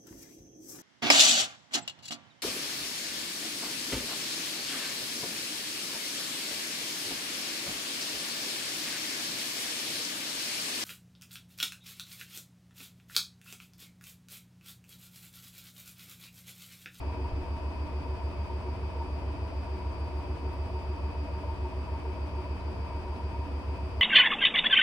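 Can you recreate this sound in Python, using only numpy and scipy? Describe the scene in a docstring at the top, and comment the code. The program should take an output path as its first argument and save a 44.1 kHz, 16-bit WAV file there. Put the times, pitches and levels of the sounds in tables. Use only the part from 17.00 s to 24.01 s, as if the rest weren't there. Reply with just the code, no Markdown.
"""A laundrette, a stereo microphone close to the door of a commercial washing machine spinning at 408 turns a minute.
From the start two neighbouring multiples of the drum speed beat once a turn: a deep, pulsing cabinet hum.
Bearings and belt rumble through the panels, the motor drive whines and air hisses round the drum throughout.
The cabinet thuds twice in the first half second; panels knock, boom and shudder all along, and water ticks.
Near six seconds faint clinks ring in the drum, and a softer thud joins them."""
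import sys
import numpy as np
from scipy import signal
from scipy.fft import rfft, irfft, next_fast_len
from scipy.io import wavfile

SR = 44100
rng = np.random.default_rng(int(sys.argv[2]) if len(sys.argv) > 2 else 0)


def file_out(sig):
    """Save sig as 16-bit WAV at sys.argv[1]."""
    # one column per channel
    cols = np.atleast_2d(sig).T
    # limit, then scale
    lim = np.clip(cols, -1, 1)
    pcm = np.round(lim * 32767).astype(np.int16)
    wavfile.write(sys.argv[1], SR, pcm)


N = 309141
TIME = np.arange(N) / SR
SIZE = next_fast_len(N, real=True)
BINS = np.arange(SIZE // 2 + 1) * SR / SIZE   # frequencies in Hz
SIDES = np.array([[1], [-1]])   # left, right: a positive left-right dB leans left

# Points in a turn are counted from the heavy side, which comes round at HEAVY_S.
DRUM_HZ, HEAVY_S = 6.8014, .079
BELT_HZ, BELT_SLAP_S = 17.72, .0367   # rounds of the belt, and when its stiff spot passes
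MOTOR_HZ, FIELD_HZ, MAINS_HZ, PUMP_HZ = 49.46, 49.87, 50.02, 94.3   # the rotor slips behind its field
PUMP_DB = -57
DOOR_GAP_LAG_S = .000264   # how much later air from the door gap reaches the left
CUTOFF_HZ = 15800
SCATTER_DB, SCATTER_RAD = 1.5, .15   # spread of balance and lead from standing waves in the room
SIDEBAND_TILT_DB = 3.5   # per sideband: those below the pair are louder, those above softer
WHIRR_WAVER_DB, ROCKING_RAD = 3, .35
FADE_HZ, FADE_DB, FADE_RAD = 9, 1.2, .15   # quick flutter of the whine
SURGE_HZ, SURGE_DB = 2.5, .9   # its slower surges
RING_ROUGH_HZ, RING_ROUGH_RAD = 55, .45
BOOM_HZ, BOOM_S = 367, .034
SHUDDER_HZ, SHUDDER_S = 288.7, .021
THUD_HZ, THUD_WIDTH_HZ, THUD_S = 36.3, 53, .024
TICK_HZ, TICK_WIDTH_HZ, TICK_S = 9900, 5400, .014
CLINK_WIDTH_HZ, CLINK_S = 330, .014

# Rush of air round the drum. Each row: frequency in Hz, level in dB per Hz.
AIR = [(700, -104), (1300, -86.5), (1700, -89.5), (2100, -89.5), (2580, -91), (2760, -92.5), (3000, -91.5),
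       (4000, -101), (4750, -96), (5400, -100.5), (6300, -108), (7700, -114), (8300, -105), (8800, -104),
       (9800, -113.5), (12500, -116.5), (16000, -126)]
# Share of the rush straight from the door gap, held to 0.9 at most. Each row: frequency in Hz, share (0-1).
AIR_DIRECT = [(1300, 0.02), (4500, 0), (6500, 0.1), (7800, 0.8), (16000, 1)]
# Lean of the rush. Each row: frequency in Hz, left-right balance in dB.
AIR_BALANCE = [(1300, 4.5), (2700, 1.5), (4200, 1.5), (6400, -3), (9000, -0.5)]
# Broad rumble of the running gear, before its roll-off. Each row: frequency in Hz, level in dB per Hz.
RUMBLE = [(10, -93), (22, -80), (30, -68), (40, -75), (50, -65.5), (80, -64.5), (100, -63.5), (118, -72.5),
          (135, -71), (170, -75), (230, -74), (400, -78.5), (600, -80.5), (780, -79), (1150, -83.5),
          (1500, -94.5)]
# Likeness of the rumble on the two sides, held to 0.995 at most. 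Each row: frequency in Hz, likeness (0-1).
LIKENESS = [(40, 1), (80, 0.97), (120, 0.86), (180, 0.88), (270, 0.79), (400, 0.71), (650, 0.38),
            (940, 0.7), (1300, 0.54)]
# Lean of the rumble. Each row: frequency in Hz, left-right balance in dB.
BALANCE = [(60, -1.5), (140, 6), (200, -2.5), (380, 0), (700, 3), (950, 3), (1300, 2.5)]
# Panel resonances, before lean and roll-off. Each row: frequency in Hz, width in Hz, level in dB per Hz,
# swell in dB, point of the swell in turns, belt throb in dB.
PANELS = [(188.6, 11, -70.5, 1, 0.25, -0.5), (256, 13.4, -72.5, -1, 0.35, -0.5),
          (284.4, 20, -69, 1.5, 0.3, -2), (364.7, 23, -68, 1, 0.0302, 1.5), (458.8, 14, -71, 2.5, 0.9, 1),
          (492.8, 15, -73.5, 2, 0.75, 0.5), (577.7, 9, -69.5, 2.5, 0.73, -2), (640.5, 44, -73, 2, 0.599, 2),
          (685.3, 13, -73.5, -0.5, .2, -1.5), (918, 27.3, -68.5, 0.9, 0.15, 1),
          (975, 58, -73.5, 0.8, 0.64, 5), (1159, 21, -79.5, 0.5, .45, -1)]
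# The cabinet thuds on its feet. Each row: centre in seconds, level in dB.
THUDS = [(0.335, -35), (0.43, -38), (5.975, -43)]
# Ticks of water. Each row: centre in seconds, level in dB.
TICKS = [(0.83, -79), (3.184, -75.5), (3.537, -75), (5.28, -79)]
# Faint clinks in the drum. Each row: centre in seconds, level in dB before that of each mode is added.
CLINKS = [(5.612, -72), (6.075, -77), (6.165, -74), (6.24, -77)]
# What a clink rings with. Each row: frequency in Hz, level in dB added to the clink.
CLINK_MODES = [(3970, 4), (5540, -1), (6550, -10)]
# A loose panel knocks. Each row: centre in seconds, level in dB before trim, frequency in Hz, length in seconds.
KNOCKS = [(0.091, -42.5, 940, 0.015), (0.15, -46.5, 967, .03), (0.252, -39, 950, .012),
          (0.47, -48.5, 918, 0.056), (0.55, -42.5, 918, 0.022), (0.87, -50, 913, .04),
          (1.06, -47.5, 931, 0.025), (1.42, -47, 940, 0.027), (1.51, -46.5, 920, 0.037),
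          (1.14, -48, 975, .03), (1.64, -47, 958, .035), (1.76, -54, 954, 0.036), (1.96, -46, 926, .035),
          (2.012, -37, 917, 0.018), (2.22, -46, 972, 0.02), (2.477, -46, 913, 0.011),
          (2.68, -46, 922, 0.048), (2.745, -44, 933, .025), (2.865, -44, 960, 0.024),
          (3.195, -38.5, 920, 0.012), (3.25, -45, 968, .02), (3.48, -49, 921, 0.065),
          (3.635, -41, 930, 0.0098), (3.79, -44.5, 920, 0.04), (4.373, -43, 916, .025),
          (4.495, -40, 913, .028), (4.655, -38, 916, 0.0084), (4.89, -44.5, 946, 0.012),
          (4.956, -40.5, 920, 0.015), (5.105, -44.5, 929, 0.023), (5.395, -41, 920, 0.013),
          (5.931, -45.5, 942, 0.019), (6.078, -42.5, 928, 0.016), (6.205, -40, 930, 0.013),
          (6.29, -45, 985, .018), (6.355, -41.5, 936, 0.018), (6.44, -45, 947, .03),
          (6.804, -43, 925, 0.02)]
# Panel booms. Each row: centre in seconds, level in dB before trim.
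BOOMS = [(0.18, -45), (0.40, -39), (0.962, -44), (1.55, -45), (1.68, -41.5), (2.03, -42.5), (2.79, -46),
         (3.49, -43), (3.76, -41.5), (3.909, -40.5), (4.029, -47), (4.51, -44), (4.66, -42), (5.09, -46),
         (5.391, -46), (5.52, -47), (5.70, -40.5), (5.98, -48), (6.10, -42), (6.73, -47)]
# Panel shudders. Each row: centre in seconds, level in dB before trim.
SHUDDERS = [(0.08, -46), (0.204, -46), (0.38, -44.5), (0.85, -46.5), (1.014, -46), (1.69, -48), (2.19, -43),
            (2.32, -46), (3.08, -47), (3.23, -49), (3.44, -44.5), (4.249, -47.5), (4.40, -49), (4.69, -51),
            (5.45, -45), (5.96, -49), (6.31, -47), (6.48, -46), (6.595, -44.5)]
# Whirr of the motor. Each row: frequency in Hz, level in dB about which it wavers.
WHIRR = [(2280, -77), (2450, -84), (2490, -80), (2570, -78.5), (2520, -81.5), (2590, -86), (2672, -87)]
# Switching tones of the motor drive: the lower and the upper, in Hz.
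SWITCH_HZ = (2524, 4798)
# Mains-split pair round each switching tone. Each row: level in dB, left-right balance in dB and left lead in
# rad (of the lower tone; mirrored for the upper), drop to the first sideband in dB, further fall per sideband
# in dB (both before tilt), swell in dB, point of the swell in turns.
WHINE_PAIRS = [(-62, 2, 2.48, 13, 7, .8, .5), (-67.6, 1, 1.55, 14, 7, 1.1, .07)]
# Sidebands of the upper switching tone. Each row: offset in multiples of the rotor speed, level in dB.
ROTOR_SIDEBANDS = [(-9, -82.5), (5, -87), (8, -88), (9, -80.5), (11, -89), (13, -85), (15, -89)]
# Hum of the rotor, its field and the mains. Each: level in dB of a low multiple, level in dB of a high one.
ROTOR_DB = (-54, -64.5)
FIELD_DB = (-62, -61)
MAINS_DB = (-54.5, -61)
# Bearing tones. Each row: multiple of the drum speed, level in dB, left-right balance in dB.
BEARINGS = [(15, -55, 3), (18, -59, 5), (22, -63, 1), (25, -66, 1), (28, -64, 0), (54, -61, 2),
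            (55, -58, 0), (56, -66, 2), (58, -68, -5), (62, -68, 2), (67, -69, 0), (91, -60.5, 1),
            (93, -71, -3), (96, -62.5, 5), (99, -66, 3), (135, -64, 4), (137, -66, 2), (140, -64.5, 4),
            (143, -66, 1), (144, -63, 0), (148, -64.5, 3), (152, -67.5, -2), (166, -76, 8), (168, -76, 8),
            (171, -77, 0)]
# Cabinet hum. Each row: multiple of the drum speed, level in dB, left-right balance in dB, waver in dB.
HUM = [(7, -65.5, 0, .8), (8, -62, -1, .8), (9, -62, -2, .8), (10, -37.7, 1, .35), (11, -38, -2, .35),
       (12, -51.2, 2, .7), (13, -54, 1, .7), (14, -66, 0, 1)]


def from_db(db):
    """Decibels to gain."""
    return 10 ** (np.asarray(db) / 20)


def over_bins(points):
    """Join (Hz, value) points on a log-frequency axis."""
    hz, value = np.transpose(points)
    return np.interp(np.log(BINS + 1), np.log(hz), value)


def drift(rate):
    """Smooth chance with spread about 1, changing about rate times a second."""
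    steps = signal.resample_poly(rng.standard_normal(1000), 10, 1)
    return np.interp((TIME * rate + 10) * 10, np.arange(len(steps)), steps)


def white(count):
    """Rows of white noise at 0 dB per Hz."""
    return rng.standard_normal((count, SIZE)) * np.sqrt(SR / 2)


def to_time(spectrum):
    """Spectrum to samples."""
    return irfft(spectrum, SIZE)[..., :N]


def resonance(hz, width_hz):
    """Response of one damped mode, 1 on top."""
    damping = 1j * BINS * width_hz
    return damping / (hz ** 2 - BINS ** 2 + damping)


def level_power(gain):
    """Scale a gain to mean power 1."""
    return gain / np.sqrt(np.mean(gain ** 2))


def swell(depth_db, point, second=0.78):
    """Gain in step with the drum: once a turn at the given point, plus a share for the rebound twice a turn."""
    angle = 2 * np.pi * (DRUM_HZ * (TIME - HEAVY_S) - point)
    return level_power(from_db(depth_db * (np.cos(angle) + second * np.cos(2 * angle))))


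def belt_throb(depth_db):
    """Gain that moves each time the stiff spot of the belt goes round."""
    return level_power(from_db(depth_db * np.cos(2 * np.pi * BELT_HZ * (TIME - BELT_SLAP_S))))


def placed(angle, db, pan_db, lead):
    """A sine of the given running angle, with its own level and phase on each side."""
    turn = SIDES * lead / 2
    wave = np.sin(angle) * np.cos(turn) + np.cos(angle) * np.sin(turn)
    return np.sqrt(2) * from_db(db + SIDES * pan_db / 2) * wave


def room_tone(hz, db, slip):
    """A free tone of wandering phase; standing waves in the room set its balance and lead."""
    balance, lead = rng.standard_normal(2)
    angle = 2 * np.pi * (hz * TIME + rng.random()) + slip
    return placed(angle, db, SCATTER_DB * balance, SCATTER_RAD * lead)


def fading(angle, db, pan_db, lead):
    """A placed sine whose level and phase flutter irregularly, on top of slower surges."""
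    waver_db = FADE_DB * drift(FADE_HZ) + SURGE_DB * drift(SURGE_HZ)
    return placed(angle + FADE_RAD * drift(FADE_HZ), db + waver_db, pan_db, lead)


def bursts(events, hz, width_hz, length):
    """Short soft bursts of noise in one resonance, alike on both sides."""
    out = np.zeros(N)
    ringing = to_time(rfft(white(count=1)[0]) * resonance(hz, width_hz) ** 2)
    for s, db in events:
        shape = np.exp(-((TIME - s) / length) ** 2)
        burst = ringing * shape
        even_power = np.sqrt(np.sum(shape ** 2) / np.sum(burst ** 2))
        out += from_db(db) * burst * even_power
    return out


def ring_swells(events, gain_db, pan_db):
    """A panel mode swells and dies away, a little roughly, at each row of (s, dB, Hz, length s)."""
    out = np.zeros((2, N))
    rough = RING_ROUGH_RAD * drift(RING_ROUGH_HZ)
    for (s, db, hz, length), start in zip(events, rng.random(len(events))):
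        near = np.abs(TIME - s) < 3 * length
        since = TIME[near] - s
        angle = 2 * np.pi * (hz * since + start) + rough[near]
        out[:, near] += placed(angle, db + gain_db, pan_db, 0) * np.exp(-(since / length) ** 2)
    return out


def air_rush(swell_db=0.65):
    """Hiss from the room all round, plus a direct part from the door gap that reaches the left side later."""
    direct = np.clip(over_bins(AIR_DIRECT), 0, .9)
    lag = np.exp(-1j * np.pi * BINS * DOOR_GAP_LAG_S * SIDES)
    around = np.sqrt(1 - direct) * rfft(white(count=2))
    from_gap = np.sqrt(direct) * lag * rfft(white(count=1))
    colour = from_db(over_bins(AIR) + SIDES * over_bins(AIR_BALANCE) / 2)
    return to_time((around + from_gap) * colour) * swell(swell_db, 0.39)


def rumble(repeat_share=0.066, swell_db=1.1, swell_point=0.4):
    """Rolling roughness, partly the same on every turn, shakes the frame and rings the panels."""
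    one_turn = white(count=2)[:, :round(SR / DRUM_HZ)]
    repeating = one_turn[:, np.arange(SIZE) % one_turn.shape[1]]
    mid, side = rfft(np.sqrt(repeat_share) * repeating + np.sqrt(1 - repeat_share) * white(count=2))
    alike = np.clip(over_bins(LIKENESS), 0, .995)
    force = np.sqrt((1 + alike) / 2) * mid + SIDES * np.sqrt((1 - alike) / 2) * side
    force = force * from_db(SIDES * over_bins(BALANCE) / 2)
    force = force / np.sqrt(1 + (BINS / 1600) ** 12)   # roll-off above 1600 Hz
    out = to_time(force * from_db(over_bins(RUMBLE))) * swell(swell_db, swell_point)
    for hz, width_hz, db, depth_db, point, belt_db in PANELS:
        ringing = irfft(force * resonance(hz, width_hz), SIZE)
        # a shift of its own makes each panel ring independently
        ringing = np.roll(ringing, rng.integers(N // 10, N), axis=1)[:, :N]
        out = out + ringing * from_db(db) * swell(depth_db, point) * belt_throb(belt_db)
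    return out


def knocks():
    """Panels ring up in knocks, booms and shudders; clinks, water ticks and thuds are bursts of noise."""
    boom_rows = [(s, db, BOOM_HZ, BOOM_S) for s, db in BOOMS]
    shudder_rows = [(s, db, SHUDDER_HZ, SHUDDER_S) for s, db in SHUDDERS]
    panels = ring_swells(KNOCKS, gain_db=-2.1, pan_db=2.5)
    panels = panels + ring_swells(boom_rows, gain_db=-3.0, pan_db=1.5)
    panels = panels + ring_swells(shudder_rows, gain_db=0.5, pan_db=-1.0)
    clinks = sum(from_db(db) * bursts(CLINKS, hz, CLINK_WIDTH_HZ, CLINK_S) for hz, db in CLINK_MODES)
    ticks = bursts(TICKS, TICK_HZ, TICK_WIDTH_HZ, TICK_S)
    thuds = bursts(THUDS, THUD_HZ, THUD_WIDTH_HZ, THUD_S)
    return panels + clinks + ticks + thuds


def switching_tones(rocking):
    """Each switching tone splits into a pair with sidebands at odd mains multiples; the rotor adds weaker ones."""
    out = sum(room_tone(SWITCH_HZ[1] + k * MOTOR_HZ, db, rocking) for k, db in ROTOR_SIDEBANDS)
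    mains = 2 * np.pi * MAINS_HZ * TIME
    for hz, (db, pan_db, lead, drop_db, fall_db, depth_db, point) in zip(SWITCH_HZ, WHINE_PAIRS):
        carrier = 2 * np.pi * (hz * TIME + rng.random()) + rocking
        buzz = 0
        for way in (-1, 1):   # the lower tone leans left, the upper one right
            buzz = buzz + fading(carrier + way * mains, db, -way * pan_db, -way * lead)
            for k in range(2):
                angle = carrier + way * (2 * k + 3) * mains + np.pi * drift(1)
                side_db = db - drop_db - k * fall_db - way * (k + 1) * SIDEBAND_TILT_DB
                buzz = buzz + fading(angle, side_db, 0, SCATTER_RAD * rng.standard_normal())
        out = out + buzz * swell(depth_db, point, second=1.55)
    return out


def drive_whine(whirr_slip=0.86):
    """Switching tones flutter in phase as the motor rocks twice a turn; a looser whirr wavers among them."""
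    rocking = ROCKING_RAD * np.sin(4 * np.pi * DRUM_HZ * TIME)
    whirr = 0
    for hz, db in WHIRR:
        whirr = whirr + room_tone(hz, db, whirr_slip * drift(9)) * from_db(WHIRR_WAVER_DB * drift(6))
    return switching_tones(rocking) + whirr


def gear_tones(motor_slip=0.53):
    """Rotor, field, mains and pump hum at speeds of their own, their phase wandering by motor_slip rad."""
    pitches = (MOTOR_HZ, 10 * MOTOR_HZ, 3 * FIELD_HZ, 6 * FIELD_HZ, 2 * MAINS_HZ, 6 * MAINS_HZ, PUMP_HZ)
    levels = (*ROTOR_DB, *FIELD_DB, *MAINS_DB, PUMP_DB)
    return sum(room_tone(hz, db, motor_slip * drift(3.36)) for hz, db in zip(pitches, levels))


def bearing_tones(bearing_slip=0.34):
    """Drum-locked tones near one panel fall into step where it is driven hardest, so they surge in clumps."""
    turns = DRUM_HZ * (TIME - HEAVY_S)
    centres, _, _, _, points, _ = np.transpose(PANELS)
    start = rng.random(len(PANELS))
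    out = 0
    for k, db, pan_db in BEARINGS:
        panel = np.argmin(np.abs(centres - k * DRUM_HZ))
        angle = 2 * np.pi * (k * (turns - points[panel]) + start[panel]) + bearing_slip * drift(6)
        out = out + placed(angle, db, pan_db, SCATTER_RAD * rng.standard_normal())
    return out


def cabinet_hum(mode_hz=82.1, mode_width_hz=0.91):
    """Low multiples of the drum speed fall into step once a turn, so the hum throbs."""
    angle = 2 * np.pi * DRUM_HZ * (TIME - HEAVY_S)
    out = 0
    for k, db, pan_db, waver_db in HUM:
        # a cabinet mode delays its neighbours: a lopsided throb
        lag = 2 * np.arctan2(mode_width_hz / 2, mode_hz - k * DRUM_HZ)
        wave = np.sqrt(2) * np.cos(k * angle - lag) * from_db(waver_db * drift(4.14))
        out = out + wave * from_db(db + SIDES * pan_db / 2)
    return out


def scene():
    """All parts of the machine together at the microphone."""
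    tones = cabinet_hum() + bearing_tones() + gear_tones() + drive_whine()
    return tones + rumble() + air_rush() + knocks()


def record(dry):
    """The sound opens over 3 milliseconds; the top is cut steeply."""
    opening = np.minimum(TIME / .003, 1)
    steep_cut = signal.ellip(10, .1, 80, CUTOFF_HZ, fs=SR, output="sos")
    return signal.sosfilt(steep_cut, dry * opening)


dry = scene()
out = record(dry)
file_out(out)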